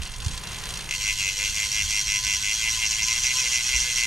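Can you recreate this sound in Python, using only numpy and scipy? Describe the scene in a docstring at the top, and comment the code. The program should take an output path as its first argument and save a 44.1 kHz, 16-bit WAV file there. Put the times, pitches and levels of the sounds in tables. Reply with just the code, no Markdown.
"""Cranked and freewheeling bicycle wheel

A bicycle held off the ground in a field: pedals cranked by hand, chain links rattling over the sprockets.
Then the rear wheel spins free and its hub ratchet buzzes, slapping harder and softer twice a turn.
Blows timed by link and tooth drive resonant filters; shaped noise and short tone bursts make the wind
that rumbles and thumps on the microphone."""
import sys
import numpy as np
from scipy import signal
from scipy.fft import rfft, irfft
from scipy.io import wavfile
from scipy.ndimage import uniform_filter1d

SR = 44100
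rng = np.random.default_rng(int(sys.argv[2]) if len(sys.argv) > 2 else 0)


def wav_out(sig):
    """Save sig, one row per channel (or a flat mono array), as 16-bit PCM at SR to the path in sys.argv[1]."""
    wavfile.write(sys.argv[1], SR, np.round(np.clip(np.atleast_2d(sig).T, -1, 1) * 32767).astype(np.int16))


N = 179302
TIME = np.arange(N) / SR
SIZE = 3 * 2 ** 16  # FFT length, samples
HZ = np.fft.rfftfreq(SIZE, 1 / SR)
TEETH_PER_TURN = 36
PEDAL_STOP_S = 0.9


def amp(db):
    """Decibels to gain."""
    return 10 ** (np.asarray(db) / 20)


def evened(x):
    """Scales to rms 1."""
    return x / np.sqrt(np.mean(x ** 2) + 1e-20)


def follow(rows, at):
    """Every column of a curve table, read at the given times."""
    s, *columns = np.transpose(rows)
    return [np.interp(at, s, c) for c in columns]


def read(rows):
    """Every column of a spectrum table, on a log-frequency axis."""
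    hz, *columns = np.transpose(rows)
    return [np.interp(np.log(HZ + 1), np.log(hz + 1), c) for c in columns]


def colour(x, db):
    """Causal minimum-phase filter of unit energy with the given gain: resonances ring after the blow."""
    cepstrum = irfft(np.log(amp(db)))
    cepstrum[1:SIZE // 2] *= 2
    cepstrum[SIZE // 2 + 1:] = 0
    response = np.exp(rfft(cepstrum))
    unit_response = response / np.sqrt(np.mean(abs(response) ** 2))
    return irfft(rfft(x, SIZE) * unit_response)[:N]


def noise(db):
    """Steady noise of rms 1 with the given spectrum."""
    white = rng.standard_normal(SIZE)
    return evened(irfft(rfft(white) * amp(db))[:N])


def drift(hz):
    """Slow random wander of rms 1, with little much faster than the given rate."""
    return noise(-40 * np.log10(1 + (HZ / hz) ** 2))


def blows(times, db, chatter, decay_s, rise_s=0.00014):
    """Sharp blows; a share of each one's energy goes into a chatter of loose metal that swells and dies."""
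    train = np.zeros(N)
    at = np.clip(np.round(times * SR).astype(int), 0, N - 1)
    np.add.at(train, at, amp(db))
    power = train ** 2 + 1e-20
    chatter = np.clip(chatter, 0, 1)
    for keep in np.exp(-1 / (np.array([decay_s, rise_s]) * SR)):
        power = signal.lfilter([1 - keep], [1, -keep], power)
    loose = np.sqrt(chatter * power) * rng.standard_normal(N)
    return np.sqrt(1 - chatter) * train + loose


def hub_peaks(detune=0):
    """Hub, sprocket and spoke resonances, dB above the broad response, shifted in pitch by the share detune."""
    # resonances: hz, width_hz, height_db
    resonances = [(1042, 34, 11), (1521, 56, 13), (1711, 33, 14), (2040, 71, 12), (2058, 110, 13.5),
                  (2400, 36, 12.5), (2566, 19, 20.5), (2732, 23, 16.5), (2770, 61, 13.5), (2774, 19, 15.5),
                  (2976, 17, 14.5), (3240, 61, 13), (3463, 29, 12), (3908, 23, 11), (4130, 100, 3.5),
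                  (4417, 47, 11), (5560, 74, -2.5), (5742, 83, 9), (6237, 90, 8.5), (6640, 36, 4),
                  (6940, 66, 6.5), (7140, 130, 1.5), (8600, 87, 2)]
    power = 1
    for hz, width_hz, height_db in resonances:
        power = power + amp(height_db) ** 2 / (1 + (2 * (HZ - hz * (1 + detune)) / width_hz) ** 2)
    return 10 * np.log10(power)


def pedalling():
    """1 until the pedals stop, then fading to 0 over a short moment."""
    fade_s = 0.052
    return np.clip((PEDAL_STOP_S - TIME) / fade_s + 1, 0, 1)


def chain(peaks, link_db=-14.5, jockey_db=-18, ping_db=-22, snap_db=13, rub_db=-2,
          scatter_db=4.5, jitter_s=0.0013, slack_db=-6):
    """Links land on the sprocket and rub through the jockey wheels until the pedals stop."""
    # chain speed: time_s, links_per_s
    link_rate = [(0, 42), (.3, 47.5), (.55, 55), (.88, 61)]
    # links snapping onto a sprocket: start_s, level_db (before snap_db), strongest_hz
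    snaps = [(0.019, -19.5, 4640), (0.033, -19.5, 6500), (0.0538, -23, 5400), (0.075, -25, 6050),
             (.119, -25, 7000), (0.161, -26, 4500), (0.2027, -20.5, 5460), (0.221, -20, 3350),
             (0.2467, -17.5, 5800), (0.262, -17, 5700), (0.282, -16.5, 4420), (0.32, -24, 4500),
             (0.343, -21.5, 4500), (0.377, -15.5, 4830), (.429, -33, 4500), (0.436, -21, 4150),
             (0.44, -23, 4500), (0.472, -19, 4470), (0.479, -36, 4400), (0.509, -27, 7000),
             (0.518, -20, 7000), (0.532, -21, 6000), (0.545, -19.5, 3500), (0.586, -22, 6050),
             (0.638, -18.5, 4460), (0.656, -19, 4000), (0.661, -30, 4000), (0.6903, -19, 7000),
             (0.698, -20.5, 7050), (0.707, -18, 6500), (0.739, -16.5, 5000), (0.757, -19, 4500),
             (0.7729, -18.5, 5840), (0.7914, -27, 4520), (0.809, -22, 5800), (.821, -28, 5000),
             (0.843, -27, 4500)]
    # pitch zones in which landings differ: centre_hz
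    zones_hz = [1500, 3200, 5500, 7500, 10000]
    # broad colour of the rattle: hz, gain_db
    rattle_colour = [(200, -34), (900, 3.5), (1400, -1.5), (2000, -3.5), (2700, -1), (3300, 3.5), (4500, 4),
                     (5800, 3), (8000, 2), (9300, 0.5), (10700, -7.5), (12300, -9), (15000, -37)]
    # colour of the rubbing: hz, gain_db
    rub_colour = [(80, -1), (150, 10), (250, -5.5), (400, -1.5), (560, -6), (800, -3.5), (1300, -3.5),
                  (2000, -1), (3500, -5), (9000, -16)]
    # rubbing in the jockey wheels: time_s, level_db (before rub_db)
    rub_level = [(0, -39), (.12, -43.5), (.42, -40), (.68, -36), (.88, -39.5)]
    roller_hz, roller_width_hz = 9570, 800
    slack_s = 0.076  # links soften over this time before the stop
    focus_db_per_octave = 5  # fall away from a snap's strongest pitch

    links = np.cumsum(follow(link_rate, TIME)[0]) / SR
    lands = np.diff(np.floor(links)) > 0
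    landings = TIME[1:][lands & (TIME[1:] < PEDAL_STOP_S)]
    times = np.concatenate([landings, landings + 0.013])  # each link also clicks on the jockey wheel
    level_db = np.repeat([link_db, jockey_db], len(landings))
    level_db = level_db + slack_db * np.clip((times - PEDAL_STOP_S) / slack_s + 1, 0, 1)
    snap_s, snap_level_db, snap_hz = np.transpose(snaps)

    rattle = np.zeros(len(HZ), complex)
    for zone_hz, zone in zip(zones_hz, np.eye(len(zones_hz))):
        late, luck = rng.standard_normal((len(times), 2)).T
        drive = blows(times + jitter_s * late, level_db + scatter_db * luck, chatter=0.84, decay_s=0.0044)
        off_pitch_db = focus_db_per_octave * abs(np.log2(zone_hz / snap_hz))
        drive = drive + blows(snap_s, snap_level_db + snap_db - off_pitch_db, chatter=0.88, decay_s=0.0026)
        rattle += rfft(drive, SIZE) * np.sqrt(np.interp(HZ, zones_hz, zone))
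    rattle = colour(irfft(rattle)[:N], read(rattle_colour)[0] + 0.74 * peaks)

    pings = blows(landings + 0.0047, ping_db, chatter=0.071, decay_s=0.00049)  # each roller pings as it seats
    roller_db = -40 * np.log10(1 + ((HZ - roller_hz) / roller_width_hz) ** 2).clip(0, 2)
    pings = colour(pings, roller_db)
    rubbing = noise(read(rub_colour)[0]) * amp(follow(rub_level, TIME)[0] + rub_db) * pedalling()
    return rattle + pings + rubbing


def wind(field_db=-57):
    """A breeze and its gusts rumble on the microphone, with a few short thumps, over the hush of the field."""
    # gusts: centre_s, rumble_db, half_length_s
    gusts = [(.005, -32, 0.038), (0.294, -33.5, 0.081), (1.158, -40, 0.023), (1.51, -38, 0.011),
             (1.848, -39, 0.053), (2.263, -39, 0.04), (3.15, -48, .06), (3.773, -39, 0.052)]
    # colour of the rumble: hz, gain_db
    rumble_colour = [(8.8, -45), (15, 1.5), (43, -2), (59, 0.5), (76, -7.5), (108, -6), (237, -21.5),
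                     (261, -23.5), (400, -35), (520, -71), (880, -120)]
    # low thumps: centre_s, level_db, pitch_hz, half_length_s
    thumps = [(.0065, -25, 64, 0.017), (0.269, -13.5, 81.5, 0.0056), (1.86, -32, 78.5, 0.045),
              (3.759, -28, 55.4, 0.029)]
    # distant outdoor hush: hz, gain_db
    field_colour = [(30, -26), (200, 10), (400, -10), (900, 18), (2000, -31), (6000, 14.5), (15000, -34)]
    breeze_db, sway_db, sway_hz = -41, 1.24, 0.82

    power = amp(breeze_db + sway_db * drift(sway_hz)) ** 2
    for s, db, length_s in gusts:
        power = power + amp(db) ** 2 * np.exp(-((TIME - s) / length_s) ** 2)
    rumble_db = read(rumble_colour)[0] - 40 * np.log10(1 + (HZ / 600) ** 4)
    air = noise(rumble_db) * np.sqrt(power)
    for s, db, hz, length_s in thumps:
        envelope = np.exp(-((TIME - s) / length_s) ** 2)
        air = air - amp(db) * np.sin(2 * np.pi * hz * (TIME - s)) * envelope
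    return air + amp(field_db) * noise(read(field_colour)[0])


def teeth():
    """Number and time of every tooth that passes, and how fast the wheel runs then (0 slow, 1 fast)."""
    # free wheel angle: time_s, teeth_passed
    angle = [(0.9132, -1), (1.01002, 9), (1.08693, 17), (1.17648, 26), (1.26729, 35), (1.35932, 44),
             (1.44869, 53), (1.53418, 62), (1.62065, 71), (1.70733, 80), (1.79275, 89), (1.87843, 98),
             (1.96414, 107), (2.05104, 116), (2.13918, 125), (2.22803, 134), (2.31654, 143), (2.40563, 152),
             (2.4943, 161), (2.57651, 170), (2.65837, 179), (2.73723, 188), (2.81749, 197), (2.89977, 206),
             (2.98467, 215), (3.06697, 224), (3.14418, 233), (3.21964, 242), (3.29107, 251), (3.36195, 260),
             (3.43227, 269), (3.50781, 278), (3.5829, 287), (3.6586, 296), (3.73047, 305), (3.80199, 314),
             (3.87444, 323), (3.95008, 332), (4.02572, 341), (4.10628, 350)]
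    slow_teeth_per_s, fast_teeth_per_s = 101.3, 118
    # first teeth pass slowly while the sprockets come to rest: lead of the first, spread over the next
    catch_s, catch_teeth = .0225, 1.8

    s, passed = np.transpose(angle)
    count = np.arange(int(passed[0]), int(passed[-1]))
    steps_s = np.diff(np.interp(count, passed, s))
    steps_s = uniform_filter1d(steps_s, size=TEETH_PER_TURN // 4, mode="nearest")  # the speed glides
    times = s[0] + np.append(0, np.cumsum(steps_s))
    times = times - catch_s * np.exp((count[0] - count) / catch_teeth)
    rate = 1 / np.gradient(times)
    fast = np.clip((rate - slow_teeth_per_s) / (fast_teeth_per_s - slow_teeth_per_s), 0, 1)
    heard = times < TIME[-1]
    return count[heard], times[heard], fast[heard]


def wheel_hum():
    """Low wheel resonances sing when a multiple of the tooth rate comes near; the chain stirs them too."""
    # low resonances: hz, width_hz, chain_drive_db
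    modes = [(496.1, 4.9, -30), (1018, 11.2, -25)]
    # ratchet drive: time_s, lower_mode_db, upper_mode_db
    drive_level = [(.9, -3, 2), (1.2, -11.5, 0), (1.38, 1, -5), (1.65, 2.5, -26), (1.9, -21, 4),
                   (2.15, -7, 3), (2.45, -13, -7.5), (2.77, -8, 4), (3.1, -20, 8), (3.25, -8, -8),
                   (3.42, 1.5, 10), (3.62, -2.5, -1), (4.06, -1.5, 4)]
    knock_scatter_db, waver_db = 2.5, 1.5

    count, times, _ = teeth()
    knock_db = knock_scatter_db * rng.standard_normal(len(count))
    knocks = blows(times, knock_db, chatter=0.19, decay_s=0.0034)
    stir = rng.standard_normal(N) * pedalling()
    hum = np.zeros(N)
    for (hz, width_hz, chain_db), level_db in zip(modes, follow(drive_level, TIME)):
        drive = amp(level_db) * knocks + amp(chain_db) * stir
        hum += signal.lfilter(*signal.iirpeak(hz, hz / width_hz, fs=SR), drive)
    return hum * amp(waver_db * drift(hz=24))


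def seating(count, fast, edge=5):
    """How much harder or softer (dB, before weighting) each tooth ticks, by the arc it lies in."""
    # arcs that seat badly or well, met twice a turn: centre_tooth, half_width_teeth, slow_db, fast_db
    arcs = [(0, 1.9, 1.3, -1.5), (3, 1.05, 0, -1.5), (4.6, 0.44, -6.7, 0.5), (6.6, 4.1, 1.1, 0),
            (7, 1.3, -5, -2), (9.7, 3.4, 0, 1)]
    half_turn, seat_db = TEETH_PER_TURN / 2, 0
    for centre, width, slow_db, fast_db in arcs:
        away = (count - centre + half_turn / 2) % half_turn - half_turn / 2
        seat_db = seat_db + np.exp(-abs(away / width) ** edge) * (slow_db + fast * (fast_db - slow_db))
    return seat_db


def surges(times):
    """Extra ring (dB): now and then the ratchet rings brighter or duller for a few teeth."""
    # surges: centre_s, half_length_s, ring_db
    surge_rows = [(1.98, 0.023, 1.5), (2.57, 0.016, 4), (2.665, 0.039, -2), (2.813, 0.028, -21),
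                  (2.88, 0.041, 8), (2.984, 0.017, -10), (3.056, 0.022, 8.5), (3.26, 0.024, 2),
                  (3.762, 0.029, 6), (3.811, 0.024, 5), (4.013, 0.08, 5.5)]
    s, length_s, ring_db = np.transpose(surge_rows)
    return np.exp(-((times[:, None] - s) / length_s) ** 2) @ ring_db


def swells(times):
    """How hard (dB) the ring slaps home at these times: each swell rises, holds with a tilt and falls."""
    # full slaps, twice a turn and more broken at speed: centre_s, half_length_s, slap_db, climb_db
    swell_rows = [(0.927, 0.03, -0.8, -4.3), (1.058, 0.051, -2.5, 15.5), (1.248, 0.049, -1.0, 5.5),
                  (1.435, 0.043, -0.5, -1), (1.605, 0.044, -1.1, -0.6), (1.776, 0.042, -0.0, 4),
                  (1.951, 0.041, -0.5, 0.1), (2.124, 0.047, 0.7, 1), (2.302, 0.047, 0.1, -0.5),
                  (2.478, 0.045, -0.4, 2.5), (2.616, 0.016, -8, 1), (2.649, 0.039, 0.5, 10),
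                  (2.81, 0.045, -4.5, 10), (2.841, 0.025, 1, -4), (2.935, 0.026, -6, 0),
                  (3.012, 0.028, 0, 0), (3.104, 0.023, -1, 4), (3.163, 0.022, -3, 0), (3.279, 0.041, 0, 5),
                  (3.307, 0.0066, 0, -0.3), (3.406, 0.048, -6.5, 8), (3.466, 0.014, -0.5, -3),
                  (3.567, 0.042, 0, 1), (3.706, 0.02, -3.5, -0.6), (3.762, 0.029, 1.5, -11),
                  (3.865, 0.05, -4, 1), (4.01, 0.042, 2, 5)]
    s, length_s, db, climb_db = np.transpose(swell_rows)
    place = (times[:, None] - s) / length_s
    tilted_db = db + climb_db * np.clip(place, -1, 1) / 2
    power = amp(tilted_db) ** 2 / (1 + place ** 10)
    return 10 * np.log10(power.sum(1) + 1e-20)


def skitters(times, db, decay_s, rise_s, size=900):
    """The ring skitters after each tooth, much as after its neighbour and as half a turn before."""
    like_neighbour, like_half_turn = .5, .65  # 0-1
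    pattern = rng.standard_normal((len(times), size))
    t = np.arange(size) / SR
    for lag, alike in ((1, like_neighbour), (TEETH_PER_TURN // 2, like_half_turn)):
        for k in range(lag, len(times)):
            pattern[k] = alike * pattern[k - lag] + np.sqrt(1 - alike ** 2) * pattern[k]
    pattern *= np.sqrt((1 - np.exp(-t / rise_s)) * np.exp(-t / decay_s))
    pattern *= (amp(db) / np.linalg.norm(pattern, axis=1))[:, None]
    at = np.round(times * SR).astype(int)[:, None] + np.arange(size)
    return np.bincount(at.ravel(), pattern.ravel(), N)[:N]


def ratchet(peaks, tick_scatter_db=1.27, lead_s=.0006):
    """The sprung ring ticks off each tooth, slaps home and rebounds; speed makes it brighter and less even."""
    # broad colours of the four parts of a click: hz, gain_db
    slap_colour = [(200, -34), (1300, -23), (1840, -18), (2070, 8.5), (2300, 3), (2800, 6), (3060, -6.5),
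                   (3600, -16), (4600, -13), (5800, -7), (8000, -18), (12000, -34), (16000, -35)]
    tick_colour = [(100, -19), (550, -20.5), (900, -12), (1820, -13), (2100, -8.5), (2750, -7), (3050, -2),
                   (3350, -6), (3700, -0.5), (4900, 1), (7100, 1), (7800, 1.5), (8200, -3.5), (8600, -2.5),
                   (9000, -3), (11100, -12), (12100, -9), (14500, -22.5)]
    ring_colour = [(200, -29), (4000, -29.5), (5000, -3), (5750, 4.5), (6500, -2.5), (7300, -5),
                   (10000, -32), (16000, -44)]
    clack_colour = [(200, -43), (3300, -15), (5200, 6.5), (7000, 4), (9000, -9.5), (11000, -11),
                    (12200, -7), (15000, -21)]
    # speed moves the slap's weight down in pitch: hz, slow_db, fast_db
    slap_shift = [(2120, 4, 4), (2630, 4, 0)]
    # hard landing of the ring and its rebound: delay_s, level_db (against the tick)
    clack_rows = [(.0005, -9), (.0014, -15)]
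    # bright ring of the hub: time_s, level_db
    ring_level = [(.89, -32), (1.02, -12), (1.6, -8), (2.05, -6.5), (2.9, -5), (3.48, -1), (4.06, -10)]
    # long-ringing modes, perhaps of the sprockets, driven by the ticks: hz, width_hz, level_db (slow)
    singing_modes = [(3277, 14, 12.5), (3338, 18, 8.5)]
    slap_slow_db, tick_slow_db = -1.13, -3
    # changes at full speed
    slap_fast_db, tick_fast_db, clack_fast_db, singing_fast_db = -1.9, 1.15, -3, 3
    ring_scatter_db, clack_scatter_db, slow_jitter_s = 1.6, 1.8, .00001
    first_tooth_db = -6  # only brushed
    settle_db, settle_teeth = -1, 17  # soft ticks until the ring has settled
    lag_s, lag_tooth = .00013, 16  # slaps land latest around this tooth of each half turn
    slap_ringing = .55  # share of the hub's resonance heights
    sway_detune, sway_tooth = .007, 16  # resonances sway once a turn, rising through centre at this tooth

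    count, times, fast = teeth()
    seat_db, surge_db = seating(count, fast), surges(times)
    late, tick_luck, ring_luck, clack_luck = rng.standard_normal((len(count), 4)).T
    times = times + slow_jitter_s * late * (1 + 4 * fast ** 2)  # lands less evenly at speed

    brushed_db = first_tooth_db * (count == count[0]) + settle_db * np.exp((count[0] - count) / settle_teeth)
    slap_db = slap_slow_db + slap_fast_db * fast + swells(times)
    tick_db = tick_slow_db + tick_fast_db * fast + brushed_db + 0.56 * seat_db + tick_scatter_db * tick_luck
    ring_db = follow(ring_level, times)[0] + brushed_db + surge_db
    ring_db = ring_db + 2.04 * seat_db + ring_scatter_db * ring_luck
    clack_db = tick_db + clack_fast_db * fast + clack_scatter_db * clack_luck

    lag = lag_s * np.cos(4 * np.pi * (count - lag_tooth) / TEETH_PER_TURN)
    slaps = blows(times + lag, slap_db, chatter=.02, decay_s=.005)
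    clacks = sum(blows(times + s, clack_db + db, chatter=.3, decay_s=0.0014) for s, db in clack_rows)
    ticks = skitters(times - lead_s, tick_db, decay_s=0.005, rise_s=0.00016)
    rings = skitters(times - lead_s, ring_db, decay_s=0.002, rise_s=0.0013)

    speed = np.interp(TIME, times, fast)
    shift_slow_db, shift_fast_db = read(slap_shift)
    body_db = read(slap_colour)[0] + slap_ringing * peaks
    sound = colour(slaps * (1 - speed), body_db + shift_slow_db)
    sound += colour(slaps * speed, body_db + shift_fast_db)
    sound += colour(clacks, read(clack_colour)[0])

    turned = np.interp(TIME, times, count) - sway_tooth
    sway = np.sin(2 * np.pi * turned / TEETH_PER_TURN)
    for side in (-1, 1):  # crossfade between flat and sharp resonances
        share = (1 + side * sway) / 2
        leaning_db = hub_peaks(side * sway_detune)
        sound += colour(ticks * share, read(tick_colour)[0] + leaning_db)
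        sound += colour(rings * share, read(ring_colour)[0] + leaning_db)

    singing = np.zeros(N)
    for hz, width_hz, db in singing_modes:
        singing += signal.lfilter(*signal.iirpeak(hz, hz / width_hz, fs=SR), amp(db) * ticks)
    return sound + singing * amp(singing_fast_db * speed)


def glints():
    """A few teeth catch with a bright, glassy ping."""
    # pings: start_s, level_db
    glint_rows = [(1.2465, -5), (1.4285, -3), (1.5995, -3), (1.609, -9)]
    pitch_hz, width_hz = 6950, 230
    s, db = np.transpose(glint_rows)
    off_pitch = (((HZ - pitch_hz) / width_hz) ** 2).clip(0, 300)
    return colour(blows(s, db, chatter=0.1, decay_s=0.0015), -20 * np.log10(1 + off_pitch))


def ports(direct, stray):
    """Both microphone ports share direct sound; stray sound from other sides of the wheel sets them apart."""
    # port pair: hz, left_lead_rad, left_minus_right_db, likeness (0-1)
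    port_rows = [(50, 0, -2.8, .8), (250, 0, -.7, .87), (1200, -.3, 0, .9), (2000, -.33, .2, .96),
                 (2700, -.5, 1.1, .93), (3400, -1, .3, .85), (3900, -1.4, -3.5, .8), (4400, -.6, -2.5, .87),
                 (5300, -.05, -1.7, .98), (6600, 0, 0, .995), (9200, 0, .4, .96), (10200, -.2, 2, .75),
                 (12400, -.1, 4, .3), (13600, -3, 2, .3)]
    lead_rad, balance_db, alike = read(port_rows)
    alike = np.clip(alike, 0, 1)
    shared = rfft(direct, SIZE) * np.sqrt((1 + alike) / 2)
    # turned a quarter cycle, so blows common to both draws keep their balance
    apart = -1j * rfft(stray, SIZE) * np.sqrt((1 - alike) / 2)
    tilt = amp(balance_db / 2) * np.exp(.5j * lead_rad)
    return irfft(np.array([(shared + apart) * tilt, (shared - apart) / tilt]))[:, :N]


def scene():
    """Chain, then ratchet, over the wheel's hum and the wind; drawn twice, for direct and stray sound."""
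    peaks = hub_peaks()
    direct, stray = (chain(peaks) + wind() + wheel_hum() + ratchet(peaks) + glints() for _ in range(2))
    return ports(direct, stray)


def record(dry):
    """Band limit: a linear-phase low-pass."""
    edge_hz = 15000
    lowpass = signal.firwin(511, edge_hz, window=("kaiser", 9), fs=SR)
    return signal.oaconvolve(dry, lowpass[None], "same")


dry = scene()
out = record(dry)
wav_out(out)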